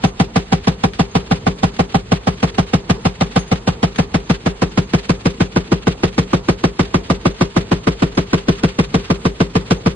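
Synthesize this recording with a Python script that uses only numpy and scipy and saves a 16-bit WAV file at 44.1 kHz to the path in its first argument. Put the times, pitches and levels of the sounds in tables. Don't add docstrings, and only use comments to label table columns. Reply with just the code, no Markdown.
import sys
import numpy as np
from scipy import signal
from scipy.fft import rfft, irfft, next_fast_len
from scipy.io import wavfile
from scipy.ndimage import uniform_filter1d

SR = 44100
rng = np.random.default_rng(int(sys.argv[2]) if len(sys.argv) > 2 else 0)


def materialize(psi):
    bounded = np.clip(np.atleast_2d(psi).T, -1, 1)
    quanta = np.round(bounded * 32767).astype(np.int16)
    wavfile.write(sys.argv[1], SR, quanta)


def field_ratio(decibels):
    return 10 ** (np.asarray(decibels, dtype=float) / 20)


N = 438794


def colour(x, points):
    hz, db = np.transpose(points)
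    size = next_fast_len(x.shape[-1])
    f = np.maximum(np.arange(size // 2 + 1) * SR / size, 1)
    gain = field_ratio(np.interp(np.log(f), np.log(hz), db))
    return irfft(rfft(x, size) * gain, size)[..., :x.shape[-1]]


def level(x, db):
    return x * field_ratio(db) / np.sqrt(np.mean(x ** 2))


def decay(t, t60):
    return np.exp(-np.log(1000) * t / t60)


def walk(rate):
    k = int(SR / rate)
    held = np.repeat(rng.standard_normal(N // k + 1), k)
    return 1.18 * uniform_filter1d(held, k)[:N]


def clumps(shape, seconds, spread_db):
    k = max(int(seconds * SR), 2)
    draws = rng.standard_normal(shape[:-1] + (shape[-1] // 40,))
    steps = np.repeat(draws, k, axis=-1)[..., :shape[-1]]
    return field_ratio(spread_db * uniform_filter1d(steps, k, axis=-1))


def drift(count, shape, hold):
    frozen = rng.standard_normal((8,) + shape)
    progress = np.linspace(0, 7, count)[:, None]
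    near = np.exp(-.5 * ((progress - np.arange(8)) / hold) ** 2)
    near /= np.linalg.norm(near, axis=1, keepdims=True)
    return np.tensordot(near, frozen, 1)


def place(sounds, times):
    size = sounds.shape[-1]
    out = np.zeros((2, N + 2 * size))
    for sound, i in zip(sounds, np.round(times * SR).astype(int) + size):
        out[:, i:i + size] += sound
    return out[:, size:size + N]


# f/Hz, level/dB
CABIN_MID = [(15, -45.5), (25, -6), (193, -1.5), (311, -11), (454, -7), (542, -16.5), (1180, -22),
             (1820, -31), (4290, -33.5), (5380, -43.5), (8680, -42), (9610, -57), (10400, -82.5),
             (13500, -115), (22000, -120)]
CABIN_SIDE = [(15, -40), (25, -12.5), (166, -6), (296, -10), (371, -6.5), (663, 1), (1340, -10),
              (3590, -17), (5240, -14), (9610, -26), (10400, -33), (11500, -60), (15500, -68),
              (22000, -120)]


def cabin():
    noise = rng.standard_normal((2, N))
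    mid = level(colour(noise[0], CABIN_MID), -37)
    side = level(colour(noise[1], CABIN_SIDE), -47.5)
    base = np.array([mid, side])
    out = np.zeros((2, N))
    for hz in 40 * 2. ** np.arange(9):
        octave = [(hz / 2.8, -60), (hz / np.sqrt(2), -3), (hz, 0), (hz * np.sqrt(2), -3), (hz * 2.8, -60)]
        out += colour(base, octave) * field_ratio(2.5 * walk(12))
    return out


# f/Hz, level/dB, t60/s
BRASS = [(5030, -8, .1), (6520, -0.5, 0.18), (6240, -3.5, .09), (8850, -9.5, .08), (9650, -11.5, 0.18)]
# t/s, peak level/dB, ring level/dB
CASES = [(0.0694, -29, -46), (0.9343, -21, -63), (1.263, -33.5, -72), (1.7654, -25, -57),
         (1.8394, -29.5, -59), (3.3894, -24, -37), (3.4775, -29.5, -47), (3.5573, -22, -58.5),
         (3.7494, -34, -62.5), (3.9589, -18, -45.5), (4.9694, -38, -57), (5.2994, -34, -50),
         (6.1285, -33, -62), (6.5094, -26.5, -51), (6.8594, -32, -66.5), (7.212, -30, -56),
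         (8.1494, -28.5, -47.5), (8.5594, -37.5, -58)]


def brass():
    s, knock_db, ring_db = np.transpose(CASES)
    hit = (s * SR).astype(int)
    knocks, strikes = np.zeros((2, N))
    knocks[hit] = field_ratio(knock_db)
    strikes[hit] = field_ratio(ring_db + 6)
    t = np.arange(SR // 3) / SR
    rings = np.zeros(N)
    for hz, db, t60 in BRASS:
        struck = rng.random(N) < 60 / SR
        tinkle = struck * field_ratio(-63.5 + 3.5 * rng.exponential(size=N))
        onset = np.minimum(t / 0.0027, 1)
        ring = field_ratio(db) * np.sin(2 * np.pi * hz * t) * decay(t, t60) * onset
        rings += signal.fftconvolve(strikes + tinkle, ring)[:N]
    thud = [(300, -14), (900, -0.5), (4000, -2), (5500, -11), (9000, -22), (11000, -60)]
    knock = colour(rng.standard_normal((2, len(t))), thud) * decay(t, .06)
    hull = signal.fftconvolve(knocks[None], knock, axes=1)[:, :N]
    return rings * np.array([[.5], [1]]) + 0.76 * hull


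# t/s, spread/s, level/dB
BOLT = [
    (0.05, 0.015, -40),
    (-0.046, 0.015, -45.5),
    (-0.013, 0.015, -45.5),
]


def bolt(times, slam_db):
    t = np.arange(-2000, 2000) / SR
    effort = np.zeros((2, N))
    for offset, spread, db in BOLT:
        chance = rng.standard_normal((len(times), 2))
        change_db = slam_db[:, None] if offset > 0 else 2.5 * chance[:, :1]
        strokes = field_ratio(db + change_db) * np.exp(-.5 * (t / spread) ** 2)
        jitter = 0.0036 * chance[:, 1]
        effort += place(strokes, times + offset + t[0] + jitter)
    ticks = rng.standard_normal((2, N)) * field_ratio(1.6 * rng.exponential(size=N))
    ticks *= clumps((N,), .012, spread_db=3.2)
    steel_mid = [(300, -12), (1000, -3), (2800, -1), (4400, -4.5), (5300, -16), (9000, -19.5),
                 (10500, -52), (11500, -80)]
    steel_side = [(300, -9), (1000, -4), (2800, 0.5), (5200, -5), (9500, -17), (10500, -24),
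                  (11500, -48), (16000, -55)]
    mid = level(colour(ticks[0], steel_mid), 0)
    side = level(colour(ticks[1], steel_side), 1.5)
    return effort * np.array([mid, side])


def echo(t, run_up_db, rise, hold, fall, tail_db, tail_fall):
    late = np.maximum(t - hold, 0)
    run_up = field_ratio(run_up_db + rise * np.minimum(t, 0))
    fading = np.hypot(field_ratio(-fall * late), field_ratio(tail_db - tail_fall * late))
    return np.where(t < 0, run_up, fading)


# f/Hz, level/dB
BLAST_MID = [(190, -29), (330, -3.5), (932, -14), (1230, -13.5), (1420, -17.5), (2310, -20), (3620, -22.5),
             (6160, -35), (7990, -39.5), (8710, -38.5), (10400, -53), (11500, -74), (15500, -84),
             (22000, -120)]
BLAST_SIDE = [(120, -36), (200, -17.5), (557, 0.5), (1250, -6), (1430, -9), (2630, -11), (3540, -18),
              (5620, -16), (7320, -26.5), (8640, -27), (10400, -34), (11500, -50), (15500, -56),
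              (22000, -120)]
# run-up level/dB, rise/(dB/s), hold t/s, first fall/(dB/s),
# tail level/dB, tail fall/(dB/s)
BODY_ECHO = (-9, 4400, .013, 1000, -16, 250)
CRACK_ECHO = (-5, 2400, .011, 800, -14, 270)


def blast(db, crack_db, t):
    low = signal.butter(2, 2000, fs=SR, output="sos")
    high = signal.butter(2, 2000, "high", fs=SR, output="sos")
    shape = (2, len(t))
    repeat = 0.74 * drift(len(db), shape, hold=0.93) + .5 * rng.standard_normal((len(db),) + shape)
    body = signal.sosfilt(low, repeat) * echo(t, *BODY_ECHO)
    crack = signal.sosfilt(high, rng.standard_normal(repeat.shape)) * echo(t, *CRACK_ECHO)
    crack *= clumps(crack.shape, .003, spread_db=2.0)
    noise = field_ratio(db)[:, None, None] * body + field_ratio(crack_db)[:, None, None] * crack
    mid = level(colour(noise[:, 0], BLAST_MID), -28)
    side = level(colour(noise[:, 1], BLAST_SIDE), -28)
    return np.stack([mid, side], axis=1)


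# t/s, f/Hz, level/dB
BOOM = [(0, 299, -35.5), (.002, 254, -15), (.004, 232, -6.5), (.011, 214, -10.5), (.016, 151, -6),
        (.021, 146, -5.5), (.025, 171.4, -17.5), (.034, 147.3, -22.5), (.05, 150, -34.5)]


def boom(db, t):
    s, hz, shape_db = np.transpose(BOOM)
    stretch = 1 + 0.011 * rng.standard_normal((len(db), 1))
    phase = 2 * np.pi * np.cumsum(np.interp(t, s, hz, left=0)) / SR * stretch + 0.33
    sounding = (t > 0) & (t < s[-1])
    wave = field_ratio(db[:, None] + np.interp(t, s, shape_db)) * np.sin(phase) * sounding
    return wave[:, None] * np.array([[1], [.08]])


# f/Hz, level/dB, arrival t/s, swell/s, t60/s, side share/0-1
PANELS = [(54.1, -26, 0.032, 0.026, .15, .25), (73, -22, .0055, .022, .1, .2),
          (92, -15.5, 0.00033, .02, 0.075, .2), (185, -22.5, 0.0197, .006, .16, 0.16),
          (279.5, -21.5, 0.001, 0.005, 0.11, 0.4), (355, -20.5, 0.00088, .005, .07, .4),
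          (398.7, -30, .033, 0.0089, .17, 0.32), (458, -16, 0.00098, .004, .06, 0.42),
          (520, -38, .03, 0.00998, 0.17, .6), (663, -23.5, 0.00049, .003, .06, .8),
          (785.5, -22, .0002, .002, 0.056, .8), (990, -26, 0.00011, 0.00083, .04, 0.7),
          (1193, -23, .0001, 0.0011, .045, 0.86), (1515, -24.5, .0001, 0.0011, .04, 0.87)]


def panels(db, t):
    hz, mode_db, arrival, swell, t60, side = np.transpose(PANELS)
    age = np.maximum(t - arrival[:, None], 0)
    fade = (1 - np.exp(-age / swell[:, None])) * decay(age, t60[:, None])
    ring = fade / fade.max(axis=1, keepdims=True) * np.exp(2j * np.pi * hz[:, None] * age)
    shape = (2, 2, len(hz))
    scatter = rng.standard_normal((len(db),) + shape)
    turn = side * (1.06 * drift(len(db), shape[1:], hold=0.58) + 0.39 * scatter[:, 0])
    share = np.array([np.ones_like(side), side])
    strength = share * np.exp(1j * turn) * field_ratio(mode_db + 3.66 * side * scatter[:, 1])
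    strength[:, 1] *= np.exp(2j * np.pi * rng.random(len(hz)))
    return field_ratio(db)[:, None, None] * np.imag(strength @ ring)


# f/Hz, level at rest/dB, slope across/(dB/m), slope away/(dB/m)
STANDING = [(95, -3.2, 0, -4), (310, 2.8, 14, 5), (360, 2, 12, 6), (440, 3, 3, 10), (650, 1, 20, 0),
            (780, .5, 0, -24)]


def posed(shots, across, away):
    hz, rest_db, per_across, per_away = np.transpose(STANDING)
    plain = [(170, 0), (230, 0), (540, 0), (950, 0)]
    rows = rest_db + np.outer(across, per_across) + np.outer(away, per_away)
    out = []
    for shot, db in zip(shots, rows):
        bass = (55, -3 - db[0])
        out.append(colour(shot, sorted(plain + [bass] + list(zip(hz, db)))))
    return np.array(out)


# f/Hz, left minus right level/dB
SHADE = [(60, -1), (110, 1), (190, 0), (330, 2), (580, -2), (1020, -7), (1810, -2.5), (3190, -0.5),
         (5620, 0.0), (9910, 2.5)]


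def ports(mid, side):
    half = np.array(SHADE) * [1, .5]
    return np.array([colour(mid + side, half), colour(mid - side, half * [1, -1])])


# t/s, boom level/dB
BELT = [(.038, 1.5), (.199, 2.5), (.3594, .5), (.5232, 1.5), (.6726, 2), (.8374, -1), (.994, 1.5),
        (1.1522, 0), (1.3119, .5), (1.4669, -1.5), (1.6327, .5), (1.7931, -1.5), (1.945, 0),
        (2.1185, 1), (2.272, -1.5), (2.429, 0), (2.5837, .5), (2.735, 2), (2.898, 1), (3.0529, 0),
        (3.21, -1.5),
        (3.3612, .5), (3.516, -.5), (3.6741, -1), (3.83, 0), (3.9865, 1), (4.143, -1), (4.2978, 2),
               (4.4607, -2.5), (4.6194, -2), (4.7752, 1.5), (4.9357, 2), (5.0941, .5), (5.2565, .5),
               (5.4053, 1), (5.5616, -1), (5.7187, .5), (5.8701, 0), (6.0335, -2.5), (6.1808, .5),
               (6.3327, -.5), (6.486, -.5),
        (6.6392, -.5), (6.7934, -.5), (6.9428, -.5), (7.1002, -1), (7.2558, 0), (7.41, .5), (7.5648, 0),
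            (7.7166, -.5), (7.872, -1), (8.0227, .5), (8.1751, -2), (8.3319, 0), (8.4841, 1.5), (8.6354, 2),
            (8.7881, 1.5), (8.943, .5), (9.1018, 0), (9.2524, -.5), (9.4042, 1), (9.5546, 0), (9.7084, 1.5),
            (9.8604, 1.5)]
# t/s, across/m, away from the hatch/m
POSE = [(0, .1, -.3), (1.3, 0, -.17), (2.4, -.1, -.17), (3.5, -.2, -.2), (4.6, -.07, 0), (5.7, .07, .05),
        (6.8, .15, -.03), (7.9, .13, .2), (8.9, -.03, .17), (9.95, -.1, .13)]


def scene():
    s, boom_db = np.transpose(BELT)
    moment, *spot = np.transpose(POSE)
    across, away = (np.interp(s, moment, v) for v in spot)
    body_db = -.15 * boom_db
    crack_db = .3 * boom_db - 4 * away + .7 * rng.standard_normal(len(s))
    bolt_db = .35 * (s - s.mean()) + 2.5 * rng.standard_normal(len(s))
    lead = .03
    t = np.arange(SR // 4) / SR - lead
    shots = blast(body_db, crack_db, t) + boom(boom_db, t) + panels(body_db, t)
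    burst = place(posed(shots, across, away), s - lead)
    mid, side = cabin() + brass() + bolt(s, bolt_db) + burst
    return ports(mid, side)


def gate(mid, side, from_hz, under_db, top_hz, top_db):
    hz, _, (m, d) = signal.stft(np.array([mid, side]), SR, nperseg=2048)

    def spread(bands):
        return np.repeat(bands, 16, axis=0)[:len(hz)]

    starts = np.arange(0, len(hz), 16)
    mid_power, side_power = (spread(np.add.reduceat(np.abs(v) ** 2, starts, axis=0)) for v in (m, d))
    scatter_db = spread(5.0 * rng.standard_normal((len(hz) // 16 + 1, m.shape[1])))
    threshold_db = under_db + scatter_db + top_db * (hz[:, None] > top_hz)
    weak = (mid_power < side_power * field_ratio(2 * threshold_db)) & (hz[:, None] > from_hz)
    return signal.istft(m * ~weak, SR, nperseg=2048)[1][:N]


def low_pass(x):
    return signal.sosfilt(signal.butter(12, 15800, fs=SR, output="sos"), x)


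def record(dry):
    left, right = 1.04 * np.tanh(1.041 * dry)
    mid, side = (left + right) / 2, (left - right) / 2
    mid = gate(mid, side, from_hz=4800, under_db=-11.0, top_hz=10300, top_db=12.0)
    return low_pass(np.array([mid + side, mid - side]))


dry = scene()
out = record(dry)
materialize(out)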